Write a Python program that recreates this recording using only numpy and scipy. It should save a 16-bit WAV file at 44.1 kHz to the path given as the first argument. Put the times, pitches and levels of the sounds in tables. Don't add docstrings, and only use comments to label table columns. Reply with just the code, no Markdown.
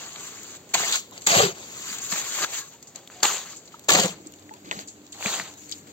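import sys
import numpy as np
from scipy import signal
from scipy.fft import rfft, irfft, next_fast_len
from scipy.io import wavfile
from scipy.ndimage import uniform_filter1d, map_coordinates

SR = 44100
rng = np.random.default_rng(int(sys.argv[2]) if len(sys.argv) > 2 else 0)


def dump(signal):
    limited = np.clip(np.atleast_2d(signal).T, -1, 1)
    pcm = np.round(limited * 32767).astype(np.int16)
    wavfile.write(sys.argv[1], SR, pcm)


def gain_from_decibels(decibels):
    exponent = np.asarray(decibels, float) / 20
    return 10 ** exponent


N = 261072
TOP_HZ = 15800


def unit(x):
    return x / np.sqrt(np.mean(x ** 2) + 1e-20)


def along(points, hz):
    f, v = np.transpose(points)
    return np.interp(np.log(hz + 1), np.log(f + 1), v)


def curves(rows, t):
    s, *cols = np.transpose(rows)
    return [np.interp(t, s, c) for c in cols]


def wobble(rate):
    knots = rng.standard_normal(int(N * rate / SR) + 4)
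    return map_coordinates(knots, [np.arange(N) * rate / SR])


def noise():
    return rng.standard_normal((2, N))


def filtered(x, response):
    m = next_fast_len(N + SR // 2)
    return irfft(rfft(x, m) * response(np.fft.rfftfreq(m, 1 / SR)), m)[..., :N]


def coloured(points):
    return lambda f: gain_from_decibels(along(points, f))


def modes(table):
    def response(f):
        return sum((-1) ** k * gain_from_decibels(db) * 1j * f * w / (c * c - f * f + 1j * f * w)
                   for k, (c, w, db) in enumerate(table))
    return response


# frequency in Hz, level in dB per Hz.
YARD_COLOUR = [(20, -42), (40, -23), (70, -7.5), (150, -3), (400, -4), (1000, -17.5), (3000, -24),
               (8000, -18), (16000, -18.5)]
# time in seconds, level in dB.
AIR = [(0, -48.5), (1, -48), (2, -45.5), (2.8, -51.5), (3.6, -49.5), (4.3, -49), (5, -52), (5.92, -49)]
# frequency in Hz, width in Hz, level in dB.
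HUM = [(94.9, 3.2, -62), (205, 4.2, -61.5), (297.8, 14.5, -53.5)]


def yard():
    wall_s = 4.13
    air_db = curves(AIR, np.arange(N) / SR)[0] + 0.53 * wobble(2.0)
    air = gain_from_decibels(air_db) * unit(filtered(noise(), coloured(YARD_COLOUR)))
    hum = sum(gain_from_decibels(db) * unit(filtered(noise(), modes([(hz, width, 0)]))) for hz, width, db in HUM)
    hum = filtered(hum, lambda f: f ** 2 / (f ** 2 + 60 ** 2))
    return air + (np.arange(N) > wall_s * SR) * hum


# start in seconds, peak in dB.
SNAPS = [(0.4324, -47), (0.691, -58), (1.111, -52), (2.8265, -49), (3.0744, -50), (3.5623, -54),
         (3.795, -48), (3.8447, -52), (4.322, -52), (4.5376, -56), (5.691, -52)]


def snaps():
    treble_hz, t60_s = 5000, 0.0088
    out, t = np.zeros((2, N + SR)), np.arange(SR // 50) / SR
    for s, db in SNAPS:
        burst = gain_from_decibels(db + 23 - 60 * t / t60_s) * rng.standard_normal((2, len(t)))
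        out[:, round(s * SR):][:, :len(t)] += burst
    return filtered(out[:, :N], lambda f: (1j * f / (treble_hz + 1j * f)) ** 2)


# start in seconds, length in seconds, pitch in Hz, level in dB.
SQUEAKS = [
    (2.599, 0.045, 1645, -46.5),
    (2.603, 0.057, 1090, -52),
    (3.11, 0.057, 4770, -62),
    (3.156, 0.09, 730, -49.5),
]


def squeaks():
    t, out = np.arange(N) / SR, np.zeros(N)
    for s, span, hz, db in SQUEAKS:
        edge = np.clip(np.minimum(t - s, s + span - t) / 0.0091, 0, 1)
        out += gain_from_decibels(db) * edge * np.sin(2 * np.pi * hz * t)
    return out


# start in seconds,
# peak in dB, pitch in Hz, t60 in seconds.
POPS = [(1.119, -29, 1010, 0.026), (1.908, -34, 205, 0.11), (2.126, -22.5, 194, 0.052),
        (2.74, -43, 924, 0.087), (3.741, -22, 1260, 0.023), (3.743, -29, 930, 0.034),
        (4.509, -26, 867, 0.068), (4.535, -35, 962, 0.076), (5.149, -42, 810, 0.097),
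        (5.2595, -12, 205, 0.035), (4.2, -31, 338, .05), (4.262, -25, 312, 0.055), (4.674, -28, 298, 0.051),
        (4.77, -22, 188, 0.04)]


def pops():
    rise_s = .003
    out, t = np.zeros(N + SR), np.arange(SR // 5) / SR
    for s, db, hz, t60 in POPS:
        phase = 2 * np.pi * hz * (t + 0.0094 * t * t / t60)
        swell = gain_from_decibels(db - 2.0 - 60 * t / t60) * (1 - np.exp(-t / rise_s))
        out[round(s * SR):][:len(t)] += swell * np.sin(phase)
    return out[:N] * np.array([[1], [0]])


# start in seconds, peak in dB, pitch in Hz, t60 in seconds.
TICKS = [(0.7531, -11, 1060, 0.0031), (2.125, -19, 4370, 0.004), (2.4464, -16.5, 1530, 0.0076),
         (2.828, -30, 5140, 0.0045), (3.0756, -31, 3430, 0.0058), (3.101, -29.5, 1560, 0.0032),
         (3.2542, -11, 2820, 0.0095), (3.251, -20, 1000, 0.014), (3.7938, -50, 4400, 0.0028),
         (3.9513, -14, 3670, 0.0049), (4.4934, -32.5, 1870, 0.0077), (4.7912, -21, 4370, 0.0036),
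         (5.2265, -17, 2500, 0.004), (5.2597, -12, 2400, 0.01), (5.3409, -20, 2770, 0.0034),
         (5.2092, -21, 900, .004), (1.1783, -21, 5000, .002), (1.1785, -30, 600, .006),
         (1.221, -27, 6500, .002), (4.7265, -24, 1900, .012), (4.791, -30, 1900, .004),
         (3.2325, -8, 4600, .008), (3.2535, -14, 4200, .008), (3.892, -10, 3500, .01),
         (3.921, -12, 3600, .01), (2.388, -20, 1100, .006), (2.424, -18, 4500, .004),
         (.7445, -18, 2500, .008), (5.399, -15.5, 1870, 0.0061)]
# start in seconds, peak in dB, pitch in Hz, t60 in seconds.
CLACK = [
    (4.7125, -10, 2700, .0035),
    (4.7126, -18, 6300, .003),
    (4.7145, -26, 3400, .01),
    (4.7155, -22, 2000, .012),
    (4.7172, -20, 1000, .008),
]


def ticks():
    out, t = np.zeros(N + SR), np.arange(SR // 50) / SR
    for s, db, hz, t60 in TICKS + CLACK:
        decay = gain_from_decibels(db + 2.5 - 60 * t / max(t60, .001))
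        out[round(s * SR):][:len(t)] += decay * np.sin(2 * np.pi * hz * t)
    thin = filtered(out[:N], lambda f: 1j * f / (400 + 1j * f))
    return thin * np.array([[1], [.4]])


# peak time in seconds, level in dB, pitch in Hz,
# length in seconds.
LUMPS = [(1.271, -19, 1432, .011), (1.297, -23, 818, .025), (1.335, -16, 683, .055), (1.385, -27, 105, .08),
         (1.435, -27, 120, .05), (1.359, -19, 560, .025), (1.369, -20, 183, .035), (1.371, -24, 732, .035),
         (1.399, -17, 571, .03), (1.405, -19, 463, .04), (1.405, -21, 764, .03), (1.405, -21, 1184, .03),
         (1.433, -22, 754, .015), (1.433, -25, 1130, .02), (1.439, -15, 431, .024), (1.437, -24, 170, .035),
         (1.458, -22, 388, .04), (1.47, -26, 180, .03), (1.495, -28, 380, .035), (4.112, -33, 180, .04)]
# peak time in seconds, level in dB, pitch in Hz, length in seconds.
CLODS = [(3.893, -23, 409, .015), (3.898, -21, 1733, .026), (3.897, -22, 1389, .015),
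         (3.901, -23, 1152, .03), (3.909, -20, 1669, .015), (3.925, -23, 549, .015),
         (3.925, -27, 1109, .04), (3.951, -19, 312, .02), (3.951, -16, 560, .022), (3.95, -18, 743, .035),
         (3.972, -27, 807, .05), (3.971, -24, 538, .04), (3.993, -23, 721, .03), (3.993, -20, 894, .015),
         (3.999, -19, 194, .04), (3.999, -25, 549, .03), (4.017, -27, 678, .04), (4.04, -24, 560, .03),
         (4.055, -24, 183, .05), (4.056, -20, 517, .03), (4.056, -25, 330, .02), (4.056, -27, 760, .02)]
# peak time in seconds, level in dB, pitch in Hz, length in seconds.
KNOCKS = [(0.744, -24, 1626, 0.015), (0.748, -29, 1432, 0.015), (0.752, -27, 721, 0.015),
          (0.752, -31, 904, 0.035), (0.756, -27, 1055, 0.015), (2.125, -31, 1712, 0.015),
          (2.43, -31, 1206, 0.039), (2.442, -28, 1475, 0.015), (2.444, -29, 1292, 0.025),
          (2.444, -28, 1647, 0.035), (3.239, -29, 1604, 0.035), (3.245, -26, 1184, 0.025),
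          (3.253, -22, 840, 0.02), (3.253, -23, 1001, 0.015)]


def lumps():
    swell_db, rough_db = -1, 2.5
    out = np.zeros(N)
    for s, db, hz, span in LUMPS + CLODS + KNOCKS:
        count = round(span * SR)
        tone = np.sin(2 * np.pi * hz * np.arange(count) / SR)
        out[round((s - span / 2) * SR):][:count] += gain_from_decibels(db + swell_db) * np.hanning(count) * tone
    return out * gain_from_decibels(rough_db * wobble(140)) * np.array([[1], [.5]])


# start in seconds, peak in
# dB, centre in Hz.
HITS = [(0.1595, -24, 3020), (0.4315, -34, 6510),  (0.7397, -12, 6560), (1.1786, -29.5, 6690),
        (1.2192, -29, 7440), (1.27, -2.5, 6700), (1.9848, -21.5, 7110), (2.5357, -26, 7420),
        (2.9587, -23.5, 6900), (3.2041, -33, 4000), (3.2305, 3, 7000), (3.563, -32, 7100),
        (3.7943, -51, 6900), (3.8889, -0.5, 3600), (3.9953, -1.5, 6400), (4.0332, -5.5, 6750),
        (4.0577, -16, 6770), (4.2614, -38, 6700), (4.3216, -55, 6690), (4.338, -35.5, 6710),
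        (4.5378, -35.5, 7340), (5.0659, -37, 5180), (5.5383, -33.5, 6540), (5.6944, -28.5, 7540),
        (5.7139, -22, 6720),
        (0.858, -18, 7300), (0.883, -18, 6800), (0.9254, -14, 6350), (0.9573, -13, 6760),
        (3.9826, -12, 6790), (4.3602, -45, 6770), (4.3871, -42, 4000), (4.3946, -42, 7590),
        (4.4231, -42, 4030), (4.3367, -40, 2500), (4.5383, -40, 2500), (4.658, -38, 3900),
        (4.6899, -37, 4000), (4.7907, -30, 7300), (5.0168, -45, 2500), (5.0752, -42, 4800),
        (5.3979, -18, 2200)]
# start in seconds, peak in dB, centre in Hz,
# low knock in dB re peak, t60 in seconds.
SCUFFS = [
    (0.9241, -17.5, 3790, -37, 0.24),
    (3.6752, -37.5, 4900, -30, 0.063),
    (4.884, -34.5, 4780, -30, 0.054),
    (5.1262, -36, 3930, -26, 0.088),
    (5.722, -20.5, 4540, -43, 0.058),
]
# start in seconds, peak in dB, centre in Hz,
# low knock in dB re peak, t60 in seconds.
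CRUMBS = [(2.828, -37.5, 6400, -24, 0.071), (2.8717, -38, 6760, -30, 0.16), (3.0744, -40, 6440, -30, 0.047),
          (3.5683, -34, 7090, -30, 0.14), (3.6546, -43, 6470, -41, 0.16), (3.8387, -43, 6540, -30, 0.057),
          (4.2702, -29, 6730, -35, 0.026), (4.8747, -33.5, 7240, -31, 0.23),
          (5.1217, -31.5, 8050, -30, 0.097)]
# start in seconds, peak in dB, centre in Hz, low knock in dB re peak, t60 in seconds.
SLIDE = (3.5, -39, 5000, -30, 0.4)
# frequency in Hz, width in Hz, level in dB.
BLADE = [(360, 120, 0.5), (481, 132, 1), (574, 69, 0.5), (680, 33, 1), (790, 140, -3.5), (1103, 175, -8)]
# frequency in Hz, width in Hz, level in dB.
GROUND = [(100, 73, -2.5), (181, 37, 11)]


def hits():
    crack_t60_s, stab_rise_s = 0.021, 0.003
    knock_top_db = -28
    cracks, blows = np.zeros((2, N + SR)), np.zeros((2, N))
    t = np.arange(SR // 5) / SR
    sharp = [(s, db, hz, -29 - 0.3 * db, crack_t60_s) for s, db, hz in HITS]
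    for s, db, hz, knock_db, t60 in sharp + SCUFFS + CRUMBS + [SLIDE]:
        order = 1 + (t60 > .025)
        band = signal.butter(order, [hz / 1.27, min(hz * 1.37, TOP_HZ)], "band", fs=SR, output="sos")
        shake = rng.standard_normal((2, len(t))) * gain_from_decibels(-60 * t / max(t60, .002))
        shake = shake + .8 * (t == 0)
        shake = shake * np.minimum((t / stab_rise_s) ** 2 + (db < -12), 1)
        cracks[:, round(s * SR):][:, :len(t)] += gain_from_decibels(db + 3.5) * signal.sosfilt(band, shake)
        blows[:, round(s * SR)] = gain_from_decibels(min(db + knock_db - 7, knock_top_db))
    damped = [(c, 3 * w, db) for c, w, db in GROUND + BLADE]
    return cracks[:, :N] + filtered(blows, modes(damped))


# first slip in seconds, last in seconds, slips per second,
# depth in dB.
CHATTER = [
    (3.887, 3.965, 64, 3.5),
]


def chatter():
    t = np.arange(N) / SR
    return sum(depth_db * ((t > a) & (t < b)) * np.cos(np.pi * ((t - a) * rate % 1))
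               for a, b, rate, depth_db in CHATTER)


# start in seconds, end in seconds.
TUMBLES = [
    (1.31, 1.48),
    (3.925, 4.07),
]


def damping():
    t = np.arange(N) / SR
    return -3 * sum(np.clip(np.minimum(t - a, b - t) / .015, 0, 1) for a, b in TUMBLES)


# time in seconds, speed as rasp in dB,
# load as blade drumming in dB over the rasp.
SHED = [(0.0, -42, -6), (0.134, -47, -8.5), (0.27, -39, -17), (0.298, -44.5, -12.5), (0.57, -46, -14.5),
        (0.58, -57, -8)]
PAT = [(0.739, -24, -17), (0.743, -18, -14), (0.751, -20, -8), (0.758, -30, -4), (0.91, -30, -12),
       (0.96, -25.5, -19), (0.976, -33, -13), (1.001, -41.5, -23), (1.05, -53, -19)]
SCOOP = [(1.267, -20.5, -14.5), (1.273, -17.5, -7.5), (1.283, -24.5, -7.5), (1.337, -24.5, -1),
         (1.371, -22, -1.5), (1.439, -26, 2.5), (1.471, -31.5, 1), (1.5, -39, 0), (1.55, -52, 0)]
POUR = [(1.55, -48, -2.5), (1.748, -43.5, -16), (1.932, -35, -20.5), (1.992, -41, -6), (2.004, -44, -2),
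        (2.022, -36.5, -26), (2.08, -36.5, -31)]
CHOP = [(2.085, -41.5, -7), (2.111, -33.5, -26), (2.127, -28, -4.5), (2.135, -30, -7.5),
        (2.219, -32.5, -19.5), (2.227, -38, -10.5), (2.309, -34, -19), (2.447, -27.5, -5.5),
        (2.452, -37, -5.5)]
PULL = [(2.466, -62, -13), (2.482, -44.5, -8), (2.548, -33.5, -13), (2.594, -33.5, -23.5),
        (2.628, -44.5, -16), (2.69, -51, -25)]
SLAP = [(3.231, -17.5, -12), (3.238, -26, -11), (3.242, -21, -9), (3.248, -27, -11), (3.254, -21, -9),
        (3.263, -26.5, -10), (3.349, -33, -10), (3.451, -45.5, -12), (3.53, -44, -12.5)]
DIG = [(3.886, -26, -2.5), (3.9, -20.5, -9), (3.956, -22, 0), (3.964, -28, 3.5), (3.984, -25, -1),
       (4.064, -33.5, 4.5), (4.082, -35.5, -9.5), (4.17, -57, 12)]
CARRY = [
    (4.716, -42, -2),
    (4.74, -45, 1),
    (4.78, -47, 3),
    (4.818, -46, -7),
    (4.86, -66, 7),
]
TIP = [
    (5.14, -48.5, -5),
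    (5.18, -48, -8.5),
    (5.244, -34, -8.5),
    (5.265, -33, -3),
    (5.312, -32, -8.5),
    (5.398, -36.5, -1.5),
    (5.53, -53, -7),
]
# start in seconds, length in seconds, speed in dB, load in dB.
SHIFTS = [(0.692, 0.032, -52.5, -9), (1.125, 0.057, -51, 1), (1.21, 0.11, -46.5, -28),
          (2.714, 0.027, -52, -15), (2.949, 0.042, -51.5, -0.5), (3.105, 0.14, -52.5, -2.5),
          (3.719, 0.032, -56, -5), (4.25, 0.028, -65.5, 12.5), (4.536, .04, -63.5, 6),
          (4.647, 0.079, -57, 9.5), (5.574, 0.11, -50, -27), (5.703, 0.073, -48, -24),
          (5.871, 0.029, -56, 0.5)]


def motion():
    attack_db_per_s, release_db_per_s = 7000, 320
    trickle_db, trickle_load_db = -62, -2
    empty_hz, sink_hz_per_db, usual_db = 630, 32, -30
    layers = [(4.5, 0.0084, 0.0068),
              (2.74, 0.31, 0.065),
              (-1.5, 0.7, 0.0),
              (-8, 1.6, 0.05)]
    t = np.arange(0, N / SR + .01, 1e-3)
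    shifts = [[(s, db, load_db), (s + span, db, load_db)] for s, span, db, load_db in SHIFTS]
    rest = [(0, trickle_db, trickle_load_db), (N / SR, trickle_db, trickle_load_db)]
    moves = [SHED, PAT, SCOOP, POUR, CHOP, PULL, SLAP, DIG, CARRY, TIP, rest] + shifts
    speed_db, load_db = np.transpose([curves(rows, t) for rows in moves], (1, 0, 2))
    first, last = np.array([(rows[0][0], rows[-1][0]) for rows in moves]).T[:, :, None]
    speed_db = speed_db - attack_db_per_s * np.maximum(first - t, 0)
    speed_db = speed_db - release_db_per_s * np.maximum(t - last, 0)
    load_db = np.clip(load_db, -25, 12)
    levels = []
    for db, grow, steep in layers:
        each_db = speed_db + db + grow * load_db + steep * (speed_db - usual_db)
        levels.append(20 * np.log10(np.linalg.norm(gain_from_decibels(each_db), axis=0)))
    leading = np.take_along_axis(load_db, speed_db.argmax(0)[None], 0)[0]
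    return np.transpose([t, *levels, empty_hz - sink_hz_per_db * leading])


def grains(rate, spread_db, clump_db, bed, patchy_db):
    chance = rate / SR * gain_from_decibels(clump_db * wobble(60))
    size = (rng.random(N) < chance) * gain_from_decibels(spread_db * np.minimum(rng.exponential(size=N), 2))
    crunch = np.sqrt(np.abs(signal.lfilter([1], [1, -.97], size ** 2)))
    z = signal.stft((unit(crunch) + bed) * noise(), nperseg=256)[2]
    field = uniform_filter1d(rng.standard_normal(z.shape[1:]), 4, 0)
    field = uniform_filter1d(field, 8, 1)
    return signal.istft(z * gain_from_decibels(patchy_db * unit(field)), nperseg=256)[1][:, :N]


def hollow(x, rows, width, lift_db):
    hz, t, z = signal.stft(x, SR, nperseg=1024)
    centre = curves(rows, t)[-1]
    gain = 1 + gain_from_decibels(lift_db) / (1 + (np.log((hz[:, None] + 1) / centre) / width) ** 2)
    return signal.istft(z * gain, SR, nperseg=1024)[1][:, :N]


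# frequency in Hz, level in dB per Hz.
FINE = [(2500, -22), (4500, -8.5), (6000, 4.5), (16000, -4.5)]
# frequency in Hz, level in dB per Hz.
COARSE = [(500, -37), (1100, 0), (1600, -1), (3500, -1.5), (5000, -0.5), (8000, -31)]


def strokes():
    rows = motion()
    sand_db, stones_db, drum_db, thud_db, _ = curves(rows, np.arange(N) / SR)
    judder = wobble(35)
    slips_db, damped_db = chatter(), damping()
    sand = filtered(grains(1500, spread_db=3.0, clump_db=3, bed=1.8, patchy_db=1.8), coloured(FINE))
    stones = filtered(grains(900, spread_db=3.5, clump_db=3, bed=1.8, patchy_db=2.3), coloured(COARSE))
    drum = filtered(grains(200, spread_db=2.5, clump_db=3, bed=1.2, patchy_db=1.0), modes(BLADE))
    drum = hollow(drum, rows, width=0.5, lift_db=11)
    thuds = filtered(grains(60, spread_db=3, clump_db=3, bed=1.2, patchy_db=1.5), modes(GROUND))
    return (gain_from_decibels(sand_db + slips_db + 0.54 * judder) * unit(sand)
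            + gain_from_decibels(stones_db + slips_db + 0.65 * judder) * unit(stones)
            + gain_from_decibels(drum_db + damped_db + 1.2 * judder) * unit(drum)
            + gain_from_decibels(thud_db + damped_db) * unit(thuds))


# time in seconds, left lag in samples, left-right difference in dB.
SIDEWAYS = [(0, -5, -1), (.76, -4, -1), (.95, -8, -.5), (1.27, -11.5, -1.5), (1.45, -12, 0),
            (2.1, -3.5, -.5), (2.6, -4, -.5), (3.2, -1, -1.5), (3.4, -1, -.5), (3.85, -8.5, -1),
            (4.12, -8, 0), (4.2, 16, -1), (4.9, 16, -1), (5.15, 4.5, -2), (5.33, 2, -1), (5.5, 2, -1),
            (5.65, 18, 0), (5.92, 18, 0)]
# frequency in Hz, likeness 0-1.
ALIKE = [(30, 0.55), (130, 1), (350, .96), (700, .89), (1500, 0.76), (3000, 0.48), (6000, 0.25),
         (15000, 0.2)]
# frequency in Hz, left-right difference in dB.
LEAN = [(100, 1), (2500, 1), (6500, 4), (12000, 1.5)]


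def ports(pair, aimed=1):
    hz, t, z = signal.stft(pair, SR, nperseg=512)
    hz = hz[:, None]
    lag, left_db = curves(SIDEWAYS, t)
    turn = np.arccos(np.clip(along(ALIKE, hz), 0, 1)) / 2
    tilt = gain_from_decibels((left_db + along(LEAN, hz)) / 2) * np.exp(-1j * np.pi * hz * aimed * lag / SR)
    direct, spread = z[0] * np.cos(turn), z[1] * np.sin(turn)
    left, right = (direct + spread) * tilt, (direct - spread) / tilt
    return signal.istft(np.array([left, right]), SR, nperseg=512)[1][:, :N]


def scene():
    shovel = strokes() + hits() + ticks() + pops() + lumps() + squeaks() + snaps()
    return ports(shovel) + ports(yard(), aimed=.35)


# frequency in Hz, share 0-1.
KEPT_QUIET = [(4700, 1), (5000, .93), (5600, .95), (5900, 1), (8400, 1), (8700, .03), (9900, .04),
              (10500, .18), (11400, .22), (11650, .95), (15700, .88)]
# frequency in Hz, share 0-1.
KEPT_LOUD = [(2500, 1), (2900, .95), (3300, 1), (4800, 1), (5200, .95), (5700, 1), (8400, 1), (8700, .02),
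             (9900, .04), (10500, .5), (11400, .55), (11650, .94), (15700, .85)]


def patchy_treble(x):
    hz, t, z = signal.stft(x, SR, nperseg=1024)
    draw = rng.random((len(hz) // 6 + 1, len(t) // 3 + 1))
    draw = draw.repeat(6, 0).repeat(3, 1)[:len(hz), :len(t)]
    level_db = 10 * np.log10(np.sum(np.abs(z) ** 2, axis=(0, 1)) + 1e-12)
    loud = np.clip((level_db + 48) / 22, 0, 1)
    share = along(KEPT_QUIET, hz)[:, None] * (1 - loud) + along(KEPT_LOUD, hz)[:, None] * loud
    keep = np.clip(.5 + (1.02 * share - draw) / .02, 0, 1)
    return signal.istft(z * keep, SR, nperseg=1024)[1][:, :N]


def band_limit(x):
    return signal.sosfilt(signal.butter(12, 16970, fs=SR, output="sos"), x)


# frequency in Hz, level in dB.
MIC = [(20, -5.5), (100, -2), (4750, 1), (4850, -6), (5900, -5), (6800, 5), (7700, 3), (7850, -5.5),
       (8500, -8.5), (8700, -16), (9600, -15.5), (11400, -21), (11600, -10.5), (15700, -5.5)]


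def record(dry):
    heard = filtered(dry, lambda hz: gain_from_decibels(along(MIC, hz)) * (hz < TOP_HZ))
    heard = heard / (1 + np.abs(heard / .85) ** 4) ** .25
    mix = patchy_treble(heard)
    return band_limit(mix)


dry = scene()
out = record(dry)
dump(out)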